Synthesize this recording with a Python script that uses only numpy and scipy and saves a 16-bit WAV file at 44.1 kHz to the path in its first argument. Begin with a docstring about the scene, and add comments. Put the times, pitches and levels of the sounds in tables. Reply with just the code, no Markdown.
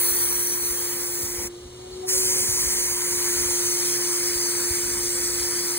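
"""Turbine paint sprayer in a yard

A hand-held recorder with two microphone ports hears a spray gun's hiss, shaped noise whose colour passes from
close to a door panel, through turned sideways, to held upright. The turbine whines on one note, a sine with
faint overtones over a rush of air; its motor hums and its hose sings. The trigger is let go once: the hiss
drops to a faint leak and the blocked turbine speeds up. Low rumble, soft bumps and dull whooshes lie beneath.
"""
import sys
import numpy as np
from scipy import signal
from scipy.fft import rfft, irfft, next_fast_len
from scipy.io import wavfile
from scipy.ndimage import uniform_filter1d

SR = 44100
rng = np.random.default_rng(int(sys.argv[2]) if len(sys.argv) > 2 else 0)


def digitize_waveform(pressure):
    """Quantize a signal to 16-bit integers and store it at the path in sys.argv[1].

    Rows of a 2-D input are taken as channels; values are limited to [-1, 1].
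    """
    field = np.atleast_2d(pressure).T
    bounded = np.clip(field, -1, 1)
    quanta = np.round(bounded * 32767).astype(np.int16)
    wavfile.write(sys.argv[1], SR, quanta)


N = 254898
TIME = np.arange(N) / SR
SIZE = next_fast_len(N + 4096)  # padded transform length
FREQS = np.maximum(np.fft.rfftfreq(SIZE, 1 / SR), 1)  # kept off 0 Hz for the logarithm

# All colour tables give relative level; widths of peaks span the points where their dB falls to 1/e.

# Low rumble at the recorder. Each row: frequency in Hz, level in dB per Hz.
RUMBLE_COLOUR = [(15, -52), (25, -20), (35, -3), (50, -2.5), (70, 3.5), (100, -7.5), (150, -22),
                 (260, -6.5), (500, -73)]
# Its course, before the overall trim. Each row: time in seconds, level in dB.
RUMBLE_LEVEL = [(0, -52), (2.5, -45.5), (3.5, -50.5), (4.1, -73), (4.6, -61), (4.85, -39), (5.15, -57),
                (5.45, -43), (5.65, -65)]
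# Soft bumps on the recorder. Each row: start in seconds, envelope peak in dB, pitch in Hz.
BUMPS = [(0.116, -36, 52), (0.701, -34, 55), (1.229, -31.5, 88), (1.38, -36, 75), (1.651, -35, 67),
         (2.164, -36, 59), (2.405, -37, 70), (2.487, -29, 108), (2.665, -32, 65), (3.109, -42, 72.2),
         (4.355, -35, 60), (4.705, -27, 72), (4.97, -34, 60), (5.29, -39, 57), (5.41, -42, 60)]
# Dull whooshes as the gun swings, before the trim. Each row: centre in seconds, half length in seconds, level in dB.
WHOOSHES = [(1.217, 0.055, -45.5), (1.415, 0.052, -43), (2.37, 0.17, -46.5)]
# Colour of the whooshes. Each row: frequency in Hz, level in dB per Hz.
WHOOSH_COLOUR = [(110, -25), (205, -0.5), (260, -7.5), (480, -6.5), (650, -12), (1500, -25), (6000, -70)]
# Clean notes of the hose as the air starts again. Each row: centre in seconds, level in dB.
HOSE_SWELLS = [(2.155, -42.5), (2.3, -45.5), (2.385, -43)]
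# Rush of the turbine and leaking air. Each row: frequency in Hz, level in dB per Hz.
RUSH_COLOUR = [(160, -3.5), (230, -4.5), (480, 0.0), (700, -6.6), (1000, -8.6), (1600, -15.4),
               (2650, -15.2), (2950, -9.3), (4300, -9.0), (4800, -14.1), (5700, -10.2), (8700, -15.2),
               (12000, -19), (15600, -25)]
# Resonances of the turbine's housing. Each row: frequency in Hz, width in Hz, height in dB.
RUSH_PEAKS = [(1200, 140, 3), (2220, 200, 3), (2650, 150, -3), (2910, 110, 4.5), (3800, 250, 2),
              (4620, 150, -4), (5500, 350, 1.5), (6850, 300, 3), (7800, 400, -2), (8780, 150, 3.5)]
# Shaft tone at the moving recorder, before the trim. Each row: time in seconds, level in dB, left minus right in dB.
TONE = [(0, -38.5, -0.4), (1.22, -37.5, -0.4), (1.44, -36, -0.8), (1.7, -44.6, 0), (1.88, -40.2, 2),
        (1.98, -35.5, 3.5), (2.2, -32, 2.5), (2.35, -35.5, 2.5), (2.51, -39.2, 1), (2.85, -38.5, -0.5),
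        (3.27, -33.5, -0.7), (3.7, -32.5, -1.4), (4.35, -33, -2.5), (5.77, -35, -0.8)]
# Overtones of the shaft, before trim and speed. Each row: multiple of the shaft speed, level in dB.
OVERTONES = [(2, -54), (6, -74), (8, -70), (12, -62), (19, -67), (24, -72)]

# Colour of the jet in each pose. Each row: frequency in Hz, level in dB per Hz.
AT_DOOR = [(200, -19.3), (480, -9.4), (640, -18.0), (1300, -14.0), (2100, -11.3), (2700, -13.7),
           (3800, -15), (5200, -8.2), (6500, -9), (7300, -9), (8800, -4.3), (11000, 0.0), (13000, -0.3),
           (15600, -1.2)]
SIDEWAYS = [(200, -13.7), (480, -7.6), (640, -13.9), (1300, -12.3), (2100, -8.8), (2700, -9.8), (3800, -11),
            (5200, -1.3), (6500, -1.0), (7300, -1.0), (8800, -0.6), (11000, 0.3), (13000, -2.2),
            (15600, -5.8)]
UPRIGHT = [(200, -13.7), (480, -7.7), (640, -13.8), (1300, -8.8), (2100, -7.0), (2700, -9.8), (3800, -11.5),
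           (5200, -2.5), (6500, -3), (7300, -2.0), (8800, -0.3), (11000, -0.9), (13000, -0.6),
           (15600, -7.2)]
# Reflections off cup, hand and panel in each pose. Each row: frequency in Hz, width in Hz, height in dB.
AT_DOOR_PEAKS = [(940, 350, 5.3), (3650, 300, -2), (4280, 350, 3.8), (9350, 500, 1.5), (10200, 700, -0.8)]
SIDEWAYS_PEAKS = [(950, 300, 7.3), (2130, 450, 2.8), (3050, 500, 2.2), (3900, 250, -1), (4500, 450, 4.5),
                  (5980, 300, 2.6)]
UPRIGHT_PEAKS = [(950, 300, 3.0), (2130, 400, 2.2), (3800, 300, -1.5), (4270, 300, 2.8), (6800, 350, -2.5),
                 (9900, 900, -2.1), (13900, 900, -3.5)]
# Standing waves in the air path, alike in every pose. Each row: frequency in Hz, width in Hz, height in dB.
DUCT_PEAKS = [(383, 49, -11.5), (459, 29, 2.5), (487, 22, -12), (522, 37, 2), (553, 26, -10)]
# Aim of the gun; the lows spread while the treble beams. 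Each row: time in seconds, jet level in dB before the trim,
# pose (0 at the door, 1 sideways, 2 upright), extra level of the lows in dB.
AIM = [(0.05, -18.5, 0.027, -1.4), (0.25, -20.5, 0, 0), (0.48, -23, 0.028, 0), (0.72, -23.5, 0.1, 0.7),
       (0.95, -26, 0.27, 3.5), (1.24, -27, 0.28, 0.5), (1.44, -30.5, 0.55, 5), (2.12, -21.5, 1, -5),
       (2.24, -22, 1, -3), (2.62, -22.5, 1.044, -1.5), (2.9, -24.5, 1.08, 0), (3.3, -23.5, 1.14, 1),
       (3.65, -23, 1.3, -1), (3.95, -24, 1.57, -0.7), (4.65, -25.5, 1.95, 0.5), (5.15, -26, 1.86, 0.5),
       (5.77, -26, 2.27, 0)]
# Resonances between gun, cup and panel, gliding as the hand moves. Each row: time in seconds, pitch in Hz, height in dB.
LOW_RESONANCE = [(0, 5400, -11), (0.65, 5300, -4), (1.3, 5630, 6), (2.2, 5500, 2), (3.1, 5600, -3),
                 (4.1, 5200, 5), (4.5, 4860, 6), (4.9, 5050, 4), (5.4, 5020, 8), (5.77, 4920, 6)]
MAIN_RESONANCE = [(0, 5800, 4.4), (0.45, 5880, 12.7), (0.85, 6170, 3.9), (1.45, 6850, 4.8),
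                  (2.15, 6800, 3.8), (3.0, 6720, 4.5), (3.8, 6430, 6.3), (4.25, 6290, 7.2),
                  (4.7, 6230, 6.3), (5.77, 6240, 4.9)]
HIGH_RESONANCE = [(4.1, 8100, -2), (4.45, 8050, 3), (4.75, 8600, 3.5), (5.0, 8480, 4.5), (5.25, 8000, 4.5),
                  (5.77, 8000, 2)]
# A reflection against the direct hiss, mostly a notch. Each row: time in seconds, frequency in Hz, height in dB.
NOTCH = [(0, 7140, -8), (0.4, 7240, -3), (0.8, 7650, 0), (1.2, 7700, 6), (2.3, 7750, -2), (3.2, 7440, -1.5),
         (3.9, 7360, -5), (4.5, 7650, -5), (4.9, 7740, -1), (5.77, 7500, -10)]

# Phase by which the left port leads; near 3-5 kHz the ports oppose. Each row: frequency in Hz, lead in radians.
PORT_PHASE = [(0, 0.2), (130, -0.1), (380, 0.2), (520, 1), (640, 2.5), (730, 3.8), (950, 5.4), (1450, 6.1),
              (1900, 6.45), (2350, 7.7), (2680, 9.38), (2900, 9.425), (5550, 9.425), (5950, 10.4),
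              (7000, 11.4), (7500, 12.3), (9300, 12.7), (10500, 14), (11300, 15.2), (11800, 15.7),
              (13200, 15.72), (13700, 16.3), (14200, 17.1), (15000, 18.5), (16000, 18.9)]
# Likeness of the two ports. Each row: frequency in Hz, coherence from 0 to 1.
LIKENESS = [(50, 0.9), (350, 1), (580, 0.9), (720, 0.65), (950, 0.75), (1500, 1), (1900, 1), (2350, 0.76),
            (2800, 1), (5600, 1), (6600, .88), (8400, .97), (10400, .88), (11700, 1), (13300, 1),
            (14200, .9), (15400, .97)]
# Port balance. Each row: frequency in Hz, left minus right in dB.
BALANCE = [(60, 0.8), (600, 0), (820, 6), (1150, 0), (2400, -0.3), (2800, 0), (15000, 0)]
# Phase turn between the ports, one row per pose. Each row: band centre in Hz, width in Hz, whole turns,
# left minus right in dB in that band, scatter (negative: ports more alike), extra left lead in radians.
PORT_TURNS = [(4100, 1190, 1, 5.5, 0, 0.047), (4200, 500, 0, 0, -0.5, 0.22), (4187, 1100, 1, 7, 0, 0.1)]

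# Band in which the pose shifts the left port's lead.
PORT_LEAD_HZ, PORT_LEAD_WIDTH_HZ = 3150, 900
# The trigger is let go once and pulled again; the air valve moves fast, down to a small leak.
RELEASE_S, PULL_S = 1.474, 2.09
VALVE_SHUT_DB_PER_S, VALVE_OPEN_DB_PER_S, VALVE_LEAK_DB = 1200, 740, -55
# Shaft speeds in turns per second; the turbine lags behind the hose pressure and settles exponentially.
FLOWING_HZ, BLOCKED_HZ, START_HZ = 352.0, 380.6, 355.4
HOSE_LAG_S, SETTLE_S = 0.058, 0.47
# The rush grows with shaft speed and shares part of the tone's swing in level.
RUSH_DB, RUSH_DB_PER_HZ, RUSH_FOLLOWS = -44, 0.0421, 0.27
# The hose sings at a pitch in proportion to the shaft speed.
HOSE_PITCH_RATIO, HOSE_DB, HOSE_SWELL_S = 1.455, -56.5, 0.029
HUM_HZ = 120  # twice the mains frequency
CUTOFF_HZ = 15740  # top of the recorder's range


def from_db(db):
    """Decibels to gain."""
    return 10 ** (np.asarray(db) / 20)


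def rms_one(x):
    """Scale to rms 1."""
    return x / np.sqrt(np.mean(x ** 2) + 1e-20)


def in_time(rows):
    """Each column of a time table, interpolated at every sample."""
    s, *columns = np.transpose(rows)
    return [np.interp(TIME, s, column) for column in columns]


def over_hz(points):
    """A table of frequency and value at every frequency, interpolated on a log axis."""
    hz, value = np.transpose(points)
    return np.interp(np.log(FREQS), np.log(hz), value)


def bell(freqs, hz, width_hz):
    """A smooth hump of height 1 around a frequency."""
    return np.exp(-(2 * (freqs - hz) / width_hz) ** 2)


def low_pass(x, hz, order):
    """The part of a sound below a frequency."""
    return irfft(rfft(x, SIZE) / (1 + (FREQS / hz) ** order), SIZE)[:, :N]


def drift(rate_hz):
    """Random motion of rms 1, mostly slower than the given rate."""
    spectrum = rfft(rng.standard_normal(SIZE))
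    return rms_one(irfft(spectrum / (1 + (FREQS / rate_hz) ** 2), SIZE)[:N])


def port_phase(hz):
    """How far the left port leads the right at these frequencies, in radians."""
    return np.interp(hz, *np.transpose(PORT_PHASE))


def air_noise(spectrum, peaks=(), turn_hz=4100, turn_width_hz=900, turns=1, shadow_db=0, scatter=0, lead_rad=0,
              scatter_hz=3750, scatter_width_hz=1100):
    """Turbulent noise of a given colour at both ports, rms 1; scatter makes them less alike around one band."""
    colour_db = over_hz(spectrum)
    for hz, width_hz, peak_db in peaks:
        colour_db = colour_db + peak_db * bell(FREQS, hz, width_hz)
    # a shared part and a part of opposite sign give the ports their coherence
    direct, diffuse = rfft(rng.standard_normal((2, SIZE)))
    alike = np.clip(over_hz(LIKENESS) - scatter * bell(FREQS, scatter_hz, scatter_width_hz), 0, 1)
    sides = np.array([[1], [-1]])
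    pair = np.sqrt(1 + alike) * direct + sides * np.sqrt(1 - alike) * diffuse
    # from some directions, sound bending round the recorder's body gains a full turn of phase within one band
    across = np.clip((FREQS - turn_hz) / turn_width_hz, -1, 1)
    phase = port_phase(FREQS) + round(turns) * np.pi * (1 + np.sin(np.pi / 2 * across))
    phase = phase + lead_rad * bell(FREQS, PORT_LEAD_HZ, PORT_LEAD_WIDTH_HZ)
    balance_db = over_hz(BALANCE) + shadow_db * bell(FREQS, turn_hz, turn_width_hz)
    ports = from_db(sides * balance_db / 2) * np.exp(.5j * sides * phase)
    return rms_one(irfft(pair * ports * from_db(colour_db), SIZE)[:, :N])


def valve_opening_db():
    """The air valve: fully open while the trigger is held, a leak in between."""
    shutting = VALVE_SHUT_DB_PER_S * (RELEASE_S - TIME)
    opening = VALVE_OPEN_DB_PER_S * (TIME - PULL_S)
    return np.clip(np.maximum(shutting, opening), VALVE_LEAK_DB, 0)


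def shaft_speed():
    """Turns per second: the turbine spins up while the valve is shut and sinks back once air flows."""
    def settled(since_s):
        """Exponential approach from 0 to 1."""
        return 1 - np.exp(-np.maximum(TIME - since_s, 0) / SETTLE_S)
    blocked = settled(RELEASE_S + HOSE_LAG_S) - settled(PULL_S + HOSE_LAG_S)
    return START_HZ + (FLOWING_HZ - START_HZ) * settled(0) + (BLOCKED_HZ - FLOWING_HZ) * blocked


def handling(rumble_db, lumpy_db, lumpy_hz, bump_rise_s):
    """Low rumble in random lumps, and bumps that swell and die within a few cycles."""
    level_db, = in_time(RUMBLE_LEVEL)
    out = from_db(rumble_db + level_db + lumpy_db * drift(lumpy_hz)) * air_noise(RUMBLE_COLOUR)
    for start_s, peak_db, hz in BUMPS:
        age = np.maximum(TIME - start_s, 0)
        envelope = age / bump_rise_s * np.exp(1 - age / bump_rise_s)
        out = out + from_db(peak_db) * envelope * np.sin(2 * np.pi * hz * age)
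    return out


def air_whooshes(level_db):
    """Dull puffs of air swell and fade as the gun is swung round."""
    swell = 0
    for centre_s, half_s, puff_db in WHOOSHES:
        swell = swell + from_db(puff_db) * np.exp(-((TIME - centre_s) / half_s) ** 2)
    return from_db(level_db) * swell * air_noise(WHOOSH_COLOUR)


def motor_hum(level_db):
    """The motor's iron hums at twice the mains frequency, its level wavering slowly."""
    return np.sqrt(2) * from_db(level_db + drift(2)) * np.sin(2 * np.pi * HUM_HZ * TIME)


def hose_whistle(width_hz):
    """Air over the hose's ribs excites a narrow, breathy tone, which locks into a clean note where it swells."""
    hz = HOSE_PITCH_RATIO * shaft_speed()
    angle = 2 * np.pi * np.cumsum(hz) / SR + np.array([[.5], [-.5]]) * port_phase(hz)
    breath = drift(width_hz) * np.sin(angle) + drift(width_hz) * np.cos(angle)
    breathy = from_db(HOSE_DB + valve_opening_db()) * breath
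    swell = 0
    for centre_s, swell_db in HOSE_SWELLS:
        swell = swell + from_db(swell_db) * np.exp(-((TIME - centre_s) / HOSE_SWELL_S) ** 2)
    return breathy + np.sqrt(2) * swell * np.sin(angle)


def turbine_rush(bleed_hz, bleed_drop_db):
    """Air rushes louder at speed and where the tone carries; treble bleeding from the pressed hose fades as air flows."""
    tone_db, _ = in_time(TONE)
    level_db = RUSH_DB + RUSH_DB_PER_HZ * (shaft_speed() - FLOWING_HZ)
    level_db = level_db + RUSH_FOLLOWS * (tone_db - tone_db.mean())
    air = air_noise(RUSH_COLOUR, RUSH_PEAKS, turn_hz=4150, turn_width_hz=1500,
                    scatter=0.3, scatter_hz=3900, scatter_width_hz=4700)
    body = low_pass(air, bleed_hz, order=24)
    bleed = (air - body) * from_db(-bleed_drop_db * from_db(valve_opening_db()))
    return from_db(level_db) * (body + bleed)


def turbine(tone_db, overtone_db, strain_db_per_hz, waver_db, jitter_rad, unsteady_db):
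    """Shaft unbalance gives one clean tone; brushes and vanes add faint, unsteady overtones that grow with speed."""
    speed = shaft_speed()
    mean_hz = np.mean(speed)
    level_db, pan_db = in_time(TONE)
    sides = np.array([[.5], [-.5]])
    angle = 2 * np.pi * np.cumsum(speed) / SR + jitter_rad * drift(11)
    tone_gain = from_db(tone_db + level_db + sides * pan_db + waver_db * drift(30))
    out = tone_gain * np.sin(angle + sides * port_phase(mean_hz))
    strain_db = overtone_db + strain_db_per_hz * (speed - mean_hz)
    for multiple, line_db in OVERTONES:
        k = round(multiple)
        gain = from_db(strain_db + line_db + unsteady_db * drift(13))
        out = out + gain * np.sin(k * angle + sides * port_phase(k * mean_hz))
    return np.sqrt(2) * out


def moving_colour(hiss, pose, resonance_width_hz, notch_width_hz, patchy_db, wander_rad, wander_hz, wander_width_hz):
    """Resonances and a notch glide, narrow bands flicker, and port phase wanders more away from the sideways pose."""
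    freqs, times, frames = signal.stft(hiss, SR, nperseg=512, noverlap=384)

    def patches():
        """Random patches, smoothed over frequency and then time."""
        noise = rng.standard_normal(frames.shape[1:])
        across_hz = uniform_filter1d(noise, size=4, axis=0)
        return rms_one(uniform_filter1d(across_hz, size=24, axis=1))

    gain_db = patchy_db * patches()
    glides = [(LOW_RESONANCE, resonance_width_hz), (MAIN_RESONANCE, resonance_width_hz),
              (HIGH_RESONANCE, resonance_width_hz), (NOTCH, notch_width_hz)]
    for rows, width_hz in glides:
        s, hz, peak_db = np.transpose(rows)
        hump = bell(freqs[:, None], np.interp(times, s, hz), width_hz)
        gain_db = gain_db + np.interp(times, s, peak_db) * hump
    turned = np.sqrt(np.minimum(np.abs(np.interp(times, TIME, pose) - 1), 1))
    skew = wander_rad * turned * patches() * bell(freqs[:, None], wander_hz, wander_width_hz)
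    frames = frames * from_db(gain_db) * np.exp(.5j * np.array([skew, -skew]))
    return signal.istft(frames, SR, nperseg=512, noverlap=384)[1][:, :N]


def spray_gun(level_db, beam_hz, slow_db, slow_hz, flutter_db, flutter_hz, fast_db, fast_hz):
    """The jet hisses through the valve, its colour passing between poses; a slight flutter unsettles its treble."""
    jet_db, pose, body_db = in_time(AIM)
    colours = [(AT_DOOR, AT_DOOR_PEAKS), (SIDEWAYS, SIDEWAYS_PEAKS), (UPRIGHT, UPRIGHT_PEAKS)]
    hiss = 0
    for k, (spectrum, peaks) in enumerate(colours):
        share = np.maximum(1 - np.abs(np.clip(pose, 0, 2) - k), 0)  # of the power
        hiss = hiss + np.sqrt(share) * air_noise(spectrum, list(peaks) + list(DUCT_PEAKS), *PORT_TURNS[k])
    hiss = moving_colour(hiss, pose, resonance_width_hz=600, notch_width_hz=340, patchy_db=1.5,
                         wander_rad=2.1, wander_hz=3640, wander_width_hz=1310)
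    body = low_pass(hiss, beam_hz, order=4)
    treble = hiss - body
    # the slow and fast parts are too small to hear
    unrest_db = slow_db * drift(slow_hz) + flutter_db * drift(flutter_hz) + fast_db * drift(fast_hz)
    jet = body * from_db(body_db) + treble * from_db(unrest_db)
    return jet * from_db(level_db + jet_db + valve_opening_db())


def scene():
    """Recorder handling, swung air, turbine, hose and gun together in the open air."""
    bumps = handling(rumble_db=-3.5, lumpy_db=4.5, lumpy_hz=3.0, bump_rise_s=0.0058)
    whooshes = air_whooshes(level_db=2)
    hum = motor_hum(level_db=-55.0)
    whistle = hose_whistle(width_hz=9.4)
    rush = turbine_rush(bleed_hz=2100, bleed_drop_db=62)
    whine = turbine(tone_db=-1.0, overtone_db=-5.5, strain_db_per_hz=0.52,
                    waver_db=0.59, jitter_rad=0.082, unsteady_db=5.5)
    gun = spray_gun(level_db=0.48, beam_hz=2700, slow_db=0.02, slow_hz=5.3,
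                    flutter_db=0.5, flutter_hz=15, fast_db=-0.03, fast_hz=248)
    return bumps + whooshes + hum + whistle + rush + whine + gun


def record(dry):
    """The deepest bass is rolled off and the top is cut steeply."""
    high_pass = signal.butter(2, 32, "high", fs=SR, output="sos")
    thinned = signal.sosfilt(high_pass, dry)
    return irfft(rfft(thinned, SIZE) / np.sqrt(1 + (FREQS / CUTOFF_HZ) ** 800), SIZE)[:, :N]


dry = scene()
out = record(dry)
digitize_waveform(out)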